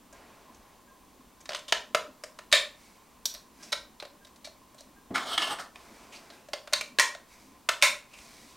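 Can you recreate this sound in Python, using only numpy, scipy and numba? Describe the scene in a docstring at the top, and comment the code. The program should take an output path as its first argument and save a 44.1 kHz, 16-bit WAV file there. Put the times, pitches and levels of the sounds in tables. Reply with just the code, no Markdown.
"""A wooden table in a small room: hands push a battery into a plastic case, drag its cover and snap it on.
Each contact is a short chatter of clicks that rings the plastic; the drag is gritty noise through its modes.
Skin and sleeves brush as patchy noise, a contact spring buzzes, fingers thump and a faint tone pings.
Decaying noise makes the room's echo; a fan wavers in the hush; a fast limiter holds down the loudest snaps."""
import sys
import numpy as np
from scipy import signal
from scipy.fft import rfft, irfft, next_fast_len
from scipy.io import wavfile
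from scipy.ndimage import uniform_filter1d
from numba import njit

SR = 44100
rng = np.random.default_rng(int(sys.argv[2]) if len(sys.argv) > 2 else 0)


def transcribe(u):
    """Save the signal u as a 16-bit wav file named by the first command-line argument.

    u: samples, shape (n,) or (channels, n), limited to [-1, 1]; the rate is SR.
    q: integer samples, one column per channel.
    """
    v = np.clip(np.atleast_2d(u).T, -1, 1)
    q = np.round(v * 32767).astype(np.int16)
    wavfile.write(sys.argv[1], SR, q)


N = 377495  # length in samples
SECONDS = np.arange(N) / SR
LEFT_RIGHT = np.array([[1], [-1]])  # side signal: opposite sign in the two channels


def undb(db):
    """dB to gain."""
    return 10 ** (np.asarray(db) / 20)


def along(table, hz):
    """Read a (Hz, value) table on a log axis."""
    f, v = np.transpose(table)
    return np.interp(np.log(hz + 1), np.log(f), v)


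def mode(hz, centre_hz, width_hz):
    """Complex response of one resonance, gain 1 at the centre."""
    return 1j * hz * width_hz / (centre_hz ** 2 - hz ** 2 + 1j * hz * width_hz)


def shaped(x, response):
    """Filter by a function of frequency."""
    size = next_fast_len(x.shape[-1])
    hz = np.arange(size // 2 + 1) * SR / size
    return irfft(rfft(x, size) * response(hz), size)[..., :x.shape[-1]]


@njit
def sweep(x, hz, damp):
    """Band-pass whose centre moves every sample."""
    y, band, low = np.empty(len(x)), 0., 0.
    for i in range(len(x)):
        g = np.tan(np.pi * hz[i] / SR)
        v = (band + g * (x[i] - low)) / (1 + g * (g + damp))
        band, low, y[i] = 2 * v - band, low + 2 * g * v, damp * v
    return y


def unit(x):
    """Scale to rms 1."""
    return x / np.sqrt(np.mean(x ** 2))


def grit(size, spread_db):
    """Noise whose samples differ widely in size: dense tiny clicks."""
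    return rng.standard_normal(size) * undb(spread_db * rng.exponential(size=size))


def walk(rate):
    """Random levels around zero, a new one every 1 / rate s, slewed from each to the next."""
    hold = int(SR / rate)
    steps = np.repeat(rng.standard_normal(N // hold + 1), hold)
    return uniform_filter1d(steps, hold)[:N]


def curve(rows):
    """Columns of a curve at every sample, and a gate that fades in and out at its ends."""
    s, *columns = np.transpose(rows)
    gate = np.clip(np.minimum(SECONDS - s[0], s[-1] - SECONDS) / 0.0067, 0, 1)
    return [gate] + [np.interp(SECONDS, s, c) for c in columns]


SMALL_HZ = 524  # bass corner of the small shell
TABLE_HZ, TABLE_WIDTH_HZ = 180.2, 110
CREST_DB = 7  # allowance for the peak above the loudest short-time rms
# modes below this follow the hollow one in part, and are weaker where the ring is high
LOW_MODES_HZ, LOW_SHARE, USUAL_HOLLOW_DB = 1500, 0.373, -6.5
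LOW_DB_PER_OCTAVE, USUAL_RING_HZ = -2, 2520


def taps(rows, modes, crack_db, near_db, scatter_db, thud_db, click):
    """A first click and a chatter ring the modes; each blow lands at another spot, so mode strengths vary."""
    size = 8192
    out = np.zeros(N + size)
    t, hz = np.arange(size) / SR, np.arange(size // 2 + 1) * SR / size
    small = 1j * hz / (SMALL_HZ + 1j * hz)  # a small shell radiates little bass
    for start_s, level_db, hollow_db, treble_db, ring_hz, chatter_ms in rows:
        u = 1000 * t / max(chatter_ms, 2)  # time in chatter lengths
        fall = np.exp(-u) + .1 * np.exp(-u / 3)
        push = grit(size, 2.5) * (1 - np.exp(-u / .4)) * fall
        push[30] += click  # one sharp click near the start

        spot = undb(scatter_db * rng.standard_normal(len(modes)))
        low_db = LOW_SHARE * (hollow_db - USUAL_HOLLOW_DB)
        low = undb(low_db + LOW_DB_PER_OCTAVE * np.log2(ring_hz / USUAL_RING_HZ))
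        crack = undb(crack_db) * mode(hz, 2300, 3655)
        shell = crack + undb(near_db) * mode(hz, ring_hz, 0.15 * ring_hz)
        for g, (f, w, db) in zip(spot[1:], modes[1:]):
            shell = shell + g * undb(db) * (low if f < LOW_MODES_HZ else 1) * mode(hz, f, w)

        hollow = mode(hz, *modes[0][:2]) * small
        parts = [(shell * small * mode(hz, 2465, 4003), 0),
                 (shell * mode(hz, 7376, 9000) ** 2, treble_db),
                 (hollow, hollow_db),
                 (mode(hz, TABLE_HZ, TABLE_WIDTH_HZ), thud_db + hollow_db)]
        at = int(start_s * SR)
        for response, db in parts:
            wave = irfft(rfft(push) * response, size)
            loudest = np.sqrt(uniform_filter1d(wave ** 2, size=300).max())
            out[at:at + size] += wave * undb(level_db - CREST_DB + db) / loudest
    return out[:N]


# plastic case resonances: mode_hz, width_hz, level_db; the first is the hollow one, levelled by each tap
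CASE_MODES = [(597.4, 58, 0), (999, 180, 12.5), (1300, 490, 3.5), (1800, 510, -6), (2304, 72, 2),
              (2940, 79, -12), (3610, 760, -2.5), (5010, 600, -9.5), (6290, 100, 1), (8700, 2500, -17.5)]
# hard taps and snaps: start_s, level_db (before the crest allowance), hollow_db and treble_db
# (relative to the level), ring_hz (strongest ring)
CASE_HITS = [(0.127, -57.5, 12, 15.5, 6300), (1.456, -36, -29, -9, 4840), (1.491, -24, -2, -32, 4624),
             (1.504, -31, 1.5, -20, 2900), (1.519, -29, -3.5, -24.5, 2930),
             (1.532, -26.5, -8.5, -27.5, 3150), (1.547, -20, -12, -15, 3050),
             (1.559, -28.5, -10, -18, 2870), (1.567, -34, -18, -2, 3000), (1.59, -40, -13, 1, 5200),
             (1.7229, -6.5, -8, -27, 3000), (1.947, -9, -3, -16.5, 1210), (2.237, -29, -1.5, -0.5, 4880),
             (2.388, -31.5, -7.5, -7.5, 1770), (2.5262, 5, -16, -12, 3850), (3.255, -27, -12, 14, 3480),
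             (3.727, -14, -13.5, -22, 3850), (4.0, -28.5, -23, -28, 3860), (4.024, -43.5, 13.5, -14, 3900),
             (4.27, -47, -7, -3, 5020), (4.472, -41, 4.5, -10, 4200), (4.745, -50.5, 4, 2, 7100),
             (4.806, -49.5, 5, 12.5, 4140), (4.051, -36, -4, -17, 3970), (4.36, -49.5, -14, 3.5, 4170),
             (6.302, -38, -7.5, -27, 4000), (6.486, -47, 10.5, 1, 1040), (6.533, -20, -3.5, -39, 4804),
             (6.674, -33.5, -4.5, -10, 1010), (6.726, -31, 6, -3, 3950), (6.733, -7.5, -19.5, -10, 3980),
             (6.81, -19, -11.5, -6.5, 2225), (6.986, -9, -11, -18, 1640), (6.9964, 0.5, -28, -4.5, 1870),
             (7.148, -32, -1.5, -11.5, 1880), (7.6884, -9.5, -11, -6.5, 1300), (7.824, 6, -19, -4.5, 2150)]
CASE_TAP_MS = 3.79  # chatter decay
# short scuffs along the case: start_s, level_db (before the crest allowance), ring_hz, chatter_ms
SCUFFS = [(0.545, -49.5, 6030, 6.3), (1.404, -45.5, 6460, 7.4), (1.68, -31.5, 3160, 11),
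          (2.515, -26, 3700, 6), (3.305, -44, 4300, 20.5), (3.338, -33.5, 3930, 19), (3.625, -38, 5460, 16),
          (3.72, -22.5, 3740, 7.3), (4.248, -42.5, 3655, 4), (4.444, -32.5, 4136, 9.4),
          (4.78, -43.5, 3780, 14), (6.12, -39.5, 2470, 26), (6.145, -41, 4400, 18), (7.815, -28, 2350, 4.4),
          (8.133, -41, 2630, 10.4), (8.185, -42.5, 2400, 5)]
SCUFF_HOLLOW_DB, SCUFF_TREBLE_DB = -12, -3.5


def case():
    """Battery and case ring in taps that share one short chatter, and scuffs that share one colour."""
    rows = [(*row, CASE_TAP_MS) for row in CASE_HITS]
    scuffs = [(s, db, SCUFF_HOLLOW_DB, SCUFF_TREBLE_DB, hz, ms) for s, db, hz, ms in SCUFFS]
    hits = taps(rows, CASE_MODES, crack_db=0.41, near_db=9.4, scatter_db=3.5, thud_db=-23.5, click=5.15)
    return hits + taps(scuffs, CASE_MODES, crack_db=-3, near_db=16, scatter_db=2.2, thud_db=-19, click=1.0)


# loose cover resonances: mode_hz, width_hz, level_db; the first is the hollow one, levelled by each knock
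COVER_MODES = [(316, 25, 0), (824, 640, 9.5), (1216, 240, 7), (1726, 33, 7), (2150, 42, -2),
               (3040, 150, -5.5), (4270, 550, -13), (5150, 50, 0), (6580, 300, -6), (8000, 620, -8)]
# cover knocks on the table: start_s, level_db (before the crest allowance), ring_hz (strongest ring),
# chatter_ms (decay, held to 2 ms or more)
COVER_KNOCKS = [(5.148, -23, 2080, 11), (5.153, -16, 1220, 9.8), (5.179, -21.5, 1180, 2.3),
                (5.377, -12, 3100, 4.9), (5.418, -19, 2870, 8.8), (5.586, -31, 1460, 4.5),
                (5.757, -34.5, 2280, 2.5)]
COVER_HOLLOW_DB, COVER_TREBLE_DB = -26, -29


def cover():
    """Knocks of the loose cover ring its modes, all of one colour."""
    rows = [(s, db, COVER_HOLLOW_DB, COVER_TREBLE_DB, hz, ms) for s, db, hz, ms in COVER_KNOCKS]
    return taps(rows, COVER_MODES, crack_db=-42.0, near_db=1.7, scatter_db=0.95, thud_db=-7.0, click=1.3)


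# cover dragged over the wood, a continuous curve: time_s, level_db, treble_db (relative to the level)
DRAG_CURVE = [(5.14, -32, -12), (5.258, -38, -13), (5.27, -34.5, -9.5), (5.345, -28, -7),
              (5.368, -39.5, -15), (5.395, -27.5, -10), (5.51, -32, -8.5), (5.58, -50.5, -14),
              (5.6, -33.5, 3), (5.72, -77, -4)]
GAP_HZ, GAP_SAG_HZ_PER_S, GAP_ENDS_S = 3310, 1260, 5.575


def drag():
    """Plastic edge stutters over the wood grain; the gap under the tilting cover adds a sinking resonance."""
    gate, level_db, treble_db = curve(DRAG_CURVE)
    since = np.clip(SECONDS - DRAG_CURVE[0][0], 0, 1)
    gap_hz = GAP_HZ - GAP_SAG_HZ_PER_S * since + 150 * walk(15)
    slip = grit(N, 1.5) * undb(1.8 * walk(70))
    body = 0
    for f, w, db in COVER_MODES[1:]:  # the grip shifts, so each mode comes and goes
        body = body + undb(db + 6.5 * walk(14)) * shaped(slip, lambda hz: mode(hz, f, w))
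    gap = unit(sweep(slip, gap_hz, .13)) * (SECONDS < GAP_ENDS_S)
    hiss = unit(shaped(slip, lambda hz: mode(hz, 4300, 4500) ** 2))
    treble = gap + undb(-12) * hiss
    return gate * undb(level_db) * (unit(body) + undb(treble_db) * treble)


# skin and sleeves brushing: start_s, level_db, low_db (relative to the level), swell_s,
# fall_s (time to fall 20 dB)
STROKES = [(0.1, -65, 8.5, 0.05, 1.5), (2.72, -53.5, -12.5, 0.11, 0.29), (3.501, -51, -10, 0.19, 0.1),
           (5.74, -57, 0, 0.017, 24), (7.249, -54.5, -11, 0.086, 0.4), (8.05, -50, -12, 0.2, 2.5)]
BRUSH_LONGEST_S = 0.8


def brush():
    """Soft patchy friction of skin on plastic (high) and forearms on the table (low), swelling and fading."""
    grain = grit(N, 2.2) * undb(2 * walk(25))
    rub = sweep(grain, 2450 + 150 * walk(6), .15) * undb(4 * walk(10))  # the grip shifts
    high = undb(2.0) * rub + undb(-2.5) * shaped(grain, lambda hz: mode(hz, 5650, 6500))
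    patchy = rng.standard_normal(N) * undb(0.95 * walk(18))
    low = shaped(patchy, lambda hz: mode(hz, 550, 640))
    high, low = unit(high), unit(low)
    out = 0
    for start_s, level_db, low_db, swell_s, fall_s in STROKES:
        since = SECONDS - start_s
        swell = np.clip(since / swell_s, 0, 1)
        fall = undb(-20 * np.clip(since - swell_s, 0, None) / fall_s)
        lift = np.clip((BRUSH_LONGEST_S - since) / 0.22, 0, 1)  # fade that ends each stroke
        out = out + swell * fall * lift * undb(level_db) * (high + undb(low_db) * low)
    return out


# plucks of the contact spring: start_s, strength_db
PLUCKS = [(3.255, 0), (3.339, -14)]
SPRING_HZ, SPRING_WIDTH_HZ, SPRING_BUZZ_S = 5760, 72, 0.0081
TIZZ_HZ, TIZZ_DB = 13000, -14


def spring():
    """The steel contact buzzes on one thin line, with a bright tizz, when plucked."""
    plucks = np.zeros(N)
    t = np.arange(SR // 20) / SR
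    for start_s, strength_db in PLUCKS:
        buzz = rng.standard_normal(len(t)) * np.exp(-t / SPRING_BUZZ_S)
        plucks[int(start_s * SR):][:len(buzz)] = undb(strength_db) * buzz

    def ring(hz):
        tizz = undb(TIZZ_DB) * mode(hz, TIZZ_HZ, TIZZ_HZ / 2) ** 2
        return mode(hz, SPRING_HZ, SPRING_WIDTH_HZ) + tizz
    return shaped(plucks, ring)


# fingers landing on the table: start_s, level_db
LANDINGS = [(5.105, -36)]
THUMP_HZ, THUMP_WIDTH_HZ, THUMP_FADE_MS = 254, 360, 44


def thump():
    """Fingers land on the table beside the cover: a dull low rumble of decaying noise."""
    low = unit(shaped(rng.standard_normal(N), lambda hz: mode(hz, THUMP_HZ, THUMP_WIDTH_HZ) ** 2))
    out = 0
    for start_s, level_db in LANDINGS:
        ms = 1000 * (SECONDS - start_s)
        out = out + undb(level_db) * low * np.clip(ms / 3, 0, 1) * np.exp(-np.abs(ms) / THUMP_FADE_MS)
    return out


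# faint short tones: start_s
PING_STARTS = [0.1265, 0.877, 3.598, 4.209, 4.962, 6.322]
PING_HZ, PING_T60_S, PING_DB = 1609, 0.25, -56.5


def pings():
    """A faint short tone now and then: a sine with a soft onset and exponential decay."""
    out, t = np.zeros(N + SR), np.arange(SR) / SR
    tone = np.sin(2 * np.pi * PING_HZ * t) * 1000 ** (-t / PING_T60_S) * (1 - np.exp(-t / 0.0038))
    for start_s in PING_STARTS:
        out[int(start_s * SR):][:SR] += undb(PING_DB) * tone
    return out[:N]


# room decay time, to fall 60 dB: band_hz, t60_s
DECAY = [(300, 0.36), (1500, 0.3), (4000, 0.29), (12000, 0.26)]
# side level of echo and hush: band_hz, side_db (relative to mid); the side nearly vanishes near 2.6 kHz
WIDTH = [(60, -9), (300, -7.5), (1300, -7.5), (2600, -47), (7000, -1.5), (15000, -14)]
ROOM_DB, ROOM_SIDE_DB = -8, -9.5
ROOM_FILL_S, ROOM_EARLY = .028, 0.6  # time to thicken, and the gain it thickens from


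def room(x):
    """Echoes thicken over the first moments, then die away, the treble first."""
    t = np.arange(int(.6 * SR)) / SR
    tail = 0
    for hz in 125 * 2 ** np.arange(0, 7.1, .5):  # half-octave bands
        band = shaped(rng.standard_normal((2, len(t))), lambda f: mode(f, hz, hz / 2))
        tail = tail + band * 1000 ** (-t / along(DECAY, hz))
    tail = tail * (ROOM_EARLY + (1 - ROOM_EARLY) * np.clip(t / ROOM_FILL_S, 0, 1) ** 2)
    tail = tail / np.sqrt(np.sum(tail[0] ** 2))
    mid, side = signal.fftconvolve(x[None], tail, axes=1)[:, :N]
    side = shaped(side, lambda hz: undb(along(WIDTH, hz) + ROOM_SIDE_DB))
    return undb(ROOM_DB) * (mid + side * LEFT_RIGHT)


# colour of the hush: band_hz, density_db (relative; the rms is set by QUIET_DB)
HUSH_COLOUR = [(15, -6), (25, -9), (217, -7.5), (373, -7.5), (575, -8.5), (754, -9), (1070, -7),
               (1370, -15), (3920, -19), (16000, -25)]
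QUIET_DB = -60  # rms of the mid hush before the fan is added
# fan bands: centre_hz, width_hz (of a resonance applied twice), level_db (above the hush)
FAN_BANDS = [(46.24, 33.9, 9), (241.54, 130.6, 7.5), (1043, 110, 6)]


def hush():
    """Room hush and microphone hiss as coloured noise, with the wavering bands of a fan."""
    def colour(hz):
        return undb(along(HUSH_COLOUR, hz))
    mid = shaped(rng.standard_normal(N), colour)
    side = shaped(rng.standard_normal(N), lambda hz: colour(hz) * undb(along(WIDTH, hz)))
    scale = undb(QUIET_DB) / np.sqrt(np.mean(mid ** 2))
    for f, w, level_db in FAN_BANDS:
        band = shaped(rng.standard_normal(N), lambda hz: colour(hz) * mode(hz, f, w) ** 2)
        mid = mid + undb(level_db + 3.71 * walk(17)) * band
    return scale * (mid + side * LEFT_RIGHT)


MIC_HIGH_HZ = 8563


def scene():
    """Everything near the hands, its echo, and the hush."""
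    near = case() + cover() + drag() + brush() + spring() + thump() + pings()
    near = shaped(near, lambda hz: 1 / (1 + 1j * hz / MIC_HIGH_HZ) ** 2)  # the microphone dulls the top
    # the two capsules hear the top end a little differently
    apart = undb(-17) * shaped(near, lambda hz: 1j * mode(hz, 9000, 7000))
    return near + apart * LEFT_RIGHT + room(near) + hush()


@njit
def follow(x, attack, release):
    """Level follower, quick up and slower down."""
    level, out = 0., np.empty(len(x))
    for i in range(len(x)):
        level += (x[i] - level) * (attack if x[i] > level else release)
        out[i] = level
    return out


LIMIT_DB, LIMIT_RATIO, ATTACK_S, RELEASE_S = -11.5, 6.3, 0.00017, 0.0028
TOP_HZ = 15900


def record(dry):
    """A quick limiter ducks loud snaps, so their echo seems larger; then the top is cut."""
    attack, release = min(1, 1 / (ATTACK_S * SR)), 1 / (RELEASE_S * SR)
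    level = follow(np.abs(dry).max(axis=0), attack, release)
    gain = np.minimum(1, undb(LIMIT_DB) / (level + 1e-9)) ** (1 - 1 / LIMIT_RATIO)
    top_cut = signal.ellip(10, .2, 70, TOP_HZ, fs=SR, output="sos")
    return signal.sosfilt(top_cut, dry * gain)


dry = scene()
out = record(dry)
transcribe(out)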